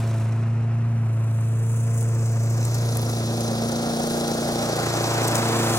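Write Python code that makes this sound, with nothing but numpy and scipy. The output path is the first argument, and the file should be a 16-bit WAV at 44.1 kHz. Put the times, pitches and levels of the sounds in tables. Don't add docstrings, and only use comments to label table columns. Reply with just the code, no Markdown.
import sys
import numpy as np
from scipy import signal
from scipy.fft import rfft, irfft
from scipy.io import wavfile
from scipy.ndimage import map_coordinates

SR = 44100
rng = np.random.default_rng(int(sys.argv[2]) if len(sys.argv) > 2 else 0)


def pcm_store(signal):
    levels = np.round(np.clip(np.atleast_2d(signal), -1, 1) * 32767)
    wavfile.write(sys.argv[1], SR, levels.astype(np.int16).T)


N = 254898
TIME = np.arange(N) / SR
# time_s, distance_m, hidden_fraction
WALK_ROUND_BUSH = [(0, 4.2, 0.72), (.5, 5.4, 0.85), (1.6, 6.33, 0.9), (2.5, 5.2, 0.68), (2.75, 3.8, 0.57),
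                   (3.25, 4.1, 0.32), (3.9, 4.06, 0.14), (4.8, 3.98, 0), (5.78, 3.57, 0.07)]


def gain_of(db):
    return 10 ** (np.asarray(db) / 20)


def unit_rms(x):
    return x / np.sqrt(np.mean(x ** 2) + 1e-20)


def follow(table):
    time_s, *columns = np.transpose(table)
    return [np.interp(TIME, time_s, column) for column in columns]


def colour(x, spectrum):
    hz, db = np.transpose(spectrum)
    bins = abs(np.fft.fftfreq(8192, 1 / SR))
    log_gain = np.log(gain_of(np.interp(np.log(bins + 1), np.log(hz), db)))
    response = np.exp(np.conj(signal.hilbert(log_gain)))
    taps = np.fft.ifft(response).real[:len(bins) // 2]
    return unit_rms(signal.oaconvolve(np.atleast_2d(x), taps[None], axes=1)[:, :N])


def wander(hz):
    bins = np.fft.rfftfreq(2 ** 18, 1 / SR)
    white = rfft(rng.standard_normal(2 ** 18))
    return unit_rms(irfft(white * np.exp(-(bins / hz) ** 2))[:N])


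def air(apart):
    common, side = rng.standard_normal((2, N))
    return unit_rms(np.array([common + apart * side, common - apart * side]))


def delayed(x, samples):
    return map_coordinates(x, [np.arange(N) - samples], order=5, mode="mirror")


def heard(db, bush_db=0, trunk_db=0, turned_db=0):
    metres, hidden = follow(WALK_ROUND_BUSH)
    trunk_s, trunk_half_s, turn_s, turn_half_s = 0.73, 0.72, 4.74, 0.37
    behind_trunk = np.exp(-((TIME - trunk_s) / trunk_half_s) ** 2)
    turned = .5 + .5 * np.tanh((TIME - turn_s) / turn_half_s)
    return 4 / metres * gain_of(db - bush_db * hidden - trunk_db * behind_trunk + turned_db * turned)


def engine_cycles(start=-.24):
    # time_s, firing_rate_hz
    speed = [(0.0, 28.437), (0.2, 27.856), (0.89, 28.868), (1.1, 28.049), (1.45, 28.123), (1.78, 28.621),
             (2.45, 28.426), (2.78, 29.107), (2.99, 28.688), (3.9, 28.705), (4.01, 29.063), (4.82, 28.797),
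             (5.26, 28.805), (5.78, 28.632)]
    return start + np.cumsum(follow(speed)[0]) / SR


def blade_angle(cycles, lag=0.0695):
    return 2 * np.pi * 4 * (cycles - lag)


def firings(cycles):
    return 1. * (np.diff(np.floor(cycles), prepend=np.floor(cycles[0])) > 0)


def firing_harmonics(cycles, table, waver_db=1.6, slip_rad=0.089):
    out = np.zeros(N)
    for harmonic, db in table:
        angle = 2 * np.pi * round(harmonic) * cycles + slip_rad * wander(3.9)
        out += gain_of(db + waver_db * wander(28)) * np.cos(angle)
    return np.sqrt(2) * out


def lawn_ambience(level_db=-49):
    # frequency_hz, relative_db
    spectrum = [(20, 5), (45, -13.5), (90, -20), (200, 7), (500, -9), (2000, -27), (16000, -66)]
    return gain_of(level_db) * colour(air(0.09), spectrum)


def twigs(level_db=-3.0, splinter_db=4, width_hz=3500, broadband=0.08):
    # start_s, relative_db, t60_s, pitch_hz
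    strikes = [(.075, -46, 0.018, 7500), (1.718, -31, 0.016, 8400), (1.983, -35, 0.026, 7800),
               (2.009, -29.5, 0.033, 8000), (2.027, -32, .02, 9000), (2.651, -30, 0.1, 7540),
               (2.744, -27.5, 0.068, 6500), (2.97, -20.5, 0.023, 9900), (3.016, -27, 0.033, 12500),
               (3.407, -24, 0.039, 6000), (3.718, -22, .03, 6000), (4.1, -28, 0.031, 8000),
               (5.274, -19, 0.016, 9500), (5.282, -20, .03, 7700), (5.345, -24, 0.027, 8000),
               (5.353, -17, 0.069, 7450), (5.381, -20, 0.015, 7860)]
    # frequency_hz, relative_db
    spectrum = [(800, -6), (3000, -2), (5500, -5.5), (7500, -2), (10500, -3), (13000, -5), (16000, 0)]
    splinters = colour(air(0.55) * gain_of(splinter_db * wander(630)), spectrum)
    out = np.zeros((2, N))
    for start_s, db, t60_s, hz in strikes:
        start = round(start_s * SR)
        burst = splinters[:, start:start + SR // 10]
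        length = burst.shape[1]
        ring = unit_rms(signal.lfilter(*signal.iirpeak(hz, hz / width_hz, SR), burst))
        decay = gain_of(level_db + db - 60 * TIME[:length] / t60_s)
        out[:, start:start + length] += decay * unit_rms(ring + broadband * burst)
    return out


def grass(cycles, snaps_per_s=1500, spread_db=4, fizz=1.27, surge_db=1.5, patchy_db=1.46):
    # frequency_hz, relative_db
    spectrum = [(1500, -18), (4000, -29.5), (5500, -13), (6100, -3.5), (8000, -4), (10400, -5),
                (11100, -8.5), (15500, -13)]
    # centre_s, half_length_s, boost_db
    tufts = [(.22, 0.085, 3.5), (1.295, 0.3, 3.5), (1.755, 0.099, 6), (1.992, 0.067, 7.5), (2.683, .08, 0),
             (4.1, 0.14, 3), (5.72, 0.19, 3.5)]
    sizes = gain_of(spread_db * np.minimum(rng.exponential(1, N), 3.5))
    snaps = sizes * (rng.random(N) < snaps_per_s / SR) * np.sign(rng.standard_normal(N))
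    snaps = snaps * (1 + .5 * rng.standard_normal((2, N)))
    cutting = unit_rms(snaps) + fizz * air(1.0)
    clumps = gain_of(surge_db * np.cos(2 * np.pi * (cycles + 0.17)) + patchy_db * wander(70))
    swell = gain_of(sum(db * np.exp(-((TIME - s) / half) ** 2) for s, half, db in tufts))
    gain = heard(db=-39, bush_db=5, trunk_db=19, turned_db=2.5)
    return gain * swell * colour(cutting * clumps, spectrum)


def valve_clatter(cycles, uneven_db=4.0, dull_db_per_octave=7):
    # start_cycles, decay_cycles, relative_db
    knocks = [(.78, 0.15, -6), (.92, 0.016, 3), (0.3, 0.36, -7), (0, 0.019, -10)]
    # pitch_hz, bandwidth_hz, relative_db
    modes = [(2600, 260, 1), (4006, 120, 9), (5400, 200, 8), (5980, 95, 11.5), (7040, 170, -6),
             (7650, 110, 9), (10900, 220, -10)]
    impacts = sum(gain_of(db) * np.exp(-((cycles - at) % 1) / decay) for at, decay, db in knocks)
    rattle = unit_rms(impacts * gain_of(uneven_db * wander(40)) * air(0.32))
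    tilt = dull_db_per_octave * follow(WALK_ROUND_BUSH)[1]
    ring = np.zeros((2, N))
    for hz, width_hz, db in modes:
        mode = signal.lfilter(*signal.iirpeak(hz, hz / width_hz, SR), rattle)
        ring += gain_of(db - tilt * np.log2(hz / 6000)) * mode
    return (unit_rms(ring) * heard(db=-40, bush_db=11.5, trunk_db=10.5, turned_db=-0.2)
            + rattle * heard(db=-52, bush_db=19, trunk_db=15))


def tip_hiss(cycles, surge_db=1.5, chop_db=1.0):
    # frequency_hz, relative_db
    spectrum = [(800, -19), (2500, -7), (3400, 5), (4300, 3.5), (5200, 2), (6200, -1), (7600, -0.5),
                (9000, -7.5), (16000, -41)]
    surge = surge_db * np.cos(2 * np.pi * (cycles + 0.083))
    pulse = gain_of(surge - chop_db * np.cos(blade_angle(cycles)))
    return colour(pulse * air(0.41), spectrum) * heard(db=-35.5, bush_db=11, trunk_db=13, turned_db=2)


def deck_judder(cycles, jitter_cycles=.003, t60_s=.6):
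    t = TIME[:SR // 4]
    ring = rng.standard_normal(len(t)) * gain_of(-60 * t / t60_s)
    clicks = firings(cycles + jitter_cycles * wander(18))
    return unit_rms(signal.oaconvolve(clicks, ring)[:N])


def deck_turbulence(cycles, chop_db=1.0, surge_db=0.5, flutter_db=1.04, bend_hz=620):
    # frequency_hz, relative_db
    roar_spectrum = [(30, -17.5), (100, -23.5), (200, -3.5), (350, -6.5), (550, 1), (810, 2), (930, -20.5),
                     (1400, -9.5), (1800, -19), (3000, -31.5), (8000, -93.5)]
    # frequency_hz, relative_db
    rush_spectrum = [(60, -24), (250, 9), (600, -3.5), (950, 5.5), (1400, 2), (1900, -2), (2250, -4),
                     (2600, -3.5), (2950, -9.5), (3400, -19.5), (6000, -17), (16000, -51)]
    chop = chop_db * np.cos(blade_angle(cycles))
    pulse = gain_of(chop + surge_db * np.cos(2 * np.pi * cycles) + flutter_db * wander(30))
    judder = deck_judder(cycles)
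    roar = colour(pulse * (air(0.32) + .5 * judder), roar_spectrum)
    growl = signal.filtfilt(*signal.butter(4, bend_hz, fs=SR), roar)
    rush = colour(pulse * (air(0.38) + .55 * judder), rush_spectrum)
    return (growl * heard(db=-29, bush_db=12, trunk_db=9, turned_db=-4)
            + (roar - growl) * heard(db=-27, bush_db=30.5, trunk_db=-9.5, turned_db=-1)
            + rush * heard(db=-37.5, bush_db=3.5, trunk_db=0.5, turned_db=9.5))


def exhaust_pops(cycles, rise_s=.00036, outlet_hz=165, trap_hz=201, trap_width_hz=30):
    uneven_db, jitter_cycles = 1.0, .005
    t = np.arange(-SR // 40, SR // 40) / SR
    low_cut = signal.butter(4, outlet_hz, "high", fs=SR, output="sos")
    spike = signal.sosfiltfilt(low_cut, np.exp(-.5 * (t / rise_s) ** 2))
    clicks = firings(cycles + jitter_cycles * wander(12)) * gain_of(uneven_db * wander(27))
    pops = signal.oaconvolve(clicks, spike / spike.max(), "same")
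    trap = signal.iirnotch(trap_hz, trap_hz / trap_width_hz, SR)
    return heard(db=-13.5, bush_db=23, turned_db=-2) * signal.filtfilt(*trap, pops)


def exhaust(cycles, puff_db=2):
    # frequency_hz, relative_db
    gas_spectrum = [(25, -26), (80, 10), (145, 7.5), (270, 4), (380, 4.5), (600, -6.5), (1600, -31),
                    (4000, -68)]
    # firing_harmonic, relative_db
    drone_partials = [(5, -15), (6, -6.5), (9, -13), (10, -8), (13, -21), (14, -12)]
    # firing_harmonic, relative_db
    shake_partials = [(2, -4.5), (3, -0.5)]
    # firing_harmonic, level_db
    throb_partials = [(5, -39.5), (6, -49)]
    puffs = air(0.092) * gain_of(puff_db * np.cos(2 * np.pi * (cycles - .1)))
    gas = colour(puffs, gas_spectrum) * heard(db=-44, bush_db=-1, turned_db=-2)
    drone = firing_harmonics(cycles, drone_partials) * heard(db=-43, bush_db=5.5, turned_db=-12)
    shake = firing_harmonics(cycles, shake_partials) * heard(db=-47, bush_db=-0.5, turned_db=-4)
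    return exhaust_pops(cycles) + gas + drone + shake + firing_harmonics(cycles, throb_partials)


def blade_hum(cycles, waver_rad=1.0, unsteady=0.52):
    # time_s, tone_db, octave_db
    beam = [(0.0, -23, -37.5), (1.01, -22, -37), (1.13, -22, -42), (2.62, -21.5, -40.5), (2.7, -23, -51),
            (2.85, -23, -38), (3.62, -30.5, -28.5), (4.07, -49, -29), (4.68, -35.5, -31), (4.83, -33, -58),
            (4.88, -31.5, -45), (5.22, -27.5, -41.5), (5.44, -28, -31.5), (5.78, -27.5, -34)]
    # blade_pass_harmonic, relative_db
    buzz_partials = [(3, 1), (4, 1.5), (5, -4.5)]
    # blade_pass_harmonic, relative_db
    whine_partials = [(6, -1.5), (7, -20), (8, -14), (12, -15)]
    tone_db, octave_db = follow(beam)
    angle = blade_angle(cycles)
    out = gain_of(tone_db + 0.36) * np.cos(angle)
    out += gain_of(octave_db + 0.5) * np.cos(2 * angle + waver_rad * wander(2.4))
    out *= np.sqrt(2)
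    buzz = heard(db=-41.5, bush_db=3, trunk_db=10, turned_db=6)
    whine = heard(db=-45, bush_db=0.5, trunk_db=0.5, turned_db=6.5)
    for gain, partials in (buzz, buzz_partials), (whine, whine_partials):
        for harmonic, db in partials:
            phasor = np.exp(2j * np.pi * rng.random())
            drift = unsteady * (wander(3.9) + 1j * wander(2.8)) / np.sqrt(2)
            overtone = ((phasor + drift) * np.exp(1j * round(harmonic) * angle)).real
            out += gain * gain_of(db) * unit_rms(overtone)
    return out


def ground_echo(direct, notch_hz, strength, turf_hz=11000):
    bounce = np.array([delayed(side, SR / (2 * notch_hz)) for side in direct])
    bounce = signal.filtfilt(*signal.butter(2, turf_hz, fs=SR), bounce)
    return (direct + strength * bounce) / np.sqrt(1 + strength ** 2)


def from_the_left(pair, lead_samples, shadow=0.39, shadow_hz=7000):
    left, right = pair
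    highs = signal.filtfilt(*signal.butter(2, shadow_hz, "high", fs=SR), pair)
    shade = shadow * lead_samples / lead_samples.max() / 2
    return np.array([left + shade * highs[0], delayed(right - shade * highs[1], lead_samples)])


def scene():
    # time_s, first_notch_hz, echo_ratio, left_lead_samples
    path = [(0, 4770, 0.13, 0.73), (.7, 4860, 0.56, 2.3), (1.3, 4840, 0.47, 3.9), (2, 4000, 0.64, 5.5),
            (2.5, 3480, 0.57, 6.4), (2.9, 2730, 0.32, 7.5), (4, 2620, 0.23, 8.36), (4.7, 2750, .18, 7.56),
            (5.2, 2970, 0.1, 6.5), (5.78, 3180, .04, 5.1)]
    notch_hz, echo, lead_samples = follow(path)
    cycles = engine_cycles()
    treble = valve_clatter(cycles) + tip_hiss(cycles) + grass(cycles)
    treble = ground_echo(treble, notch_hz, echo)
    mower = blade_hum(cycles) + exhaust(cycles) + deck_turbulence(cycles) + treble + twigs()
    return from_the_left(mower, lead_samples) + lawn_ambience()


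def record(dry):
    edge_hz = 15900
    taps = signal.firwin(511, edge_hz, window=("kaiser", 9), fs=SR)
    return signal.oaconvolve(dry, taps[None], "same")


dry = scene()
out = record(dry)
pcm_store(out)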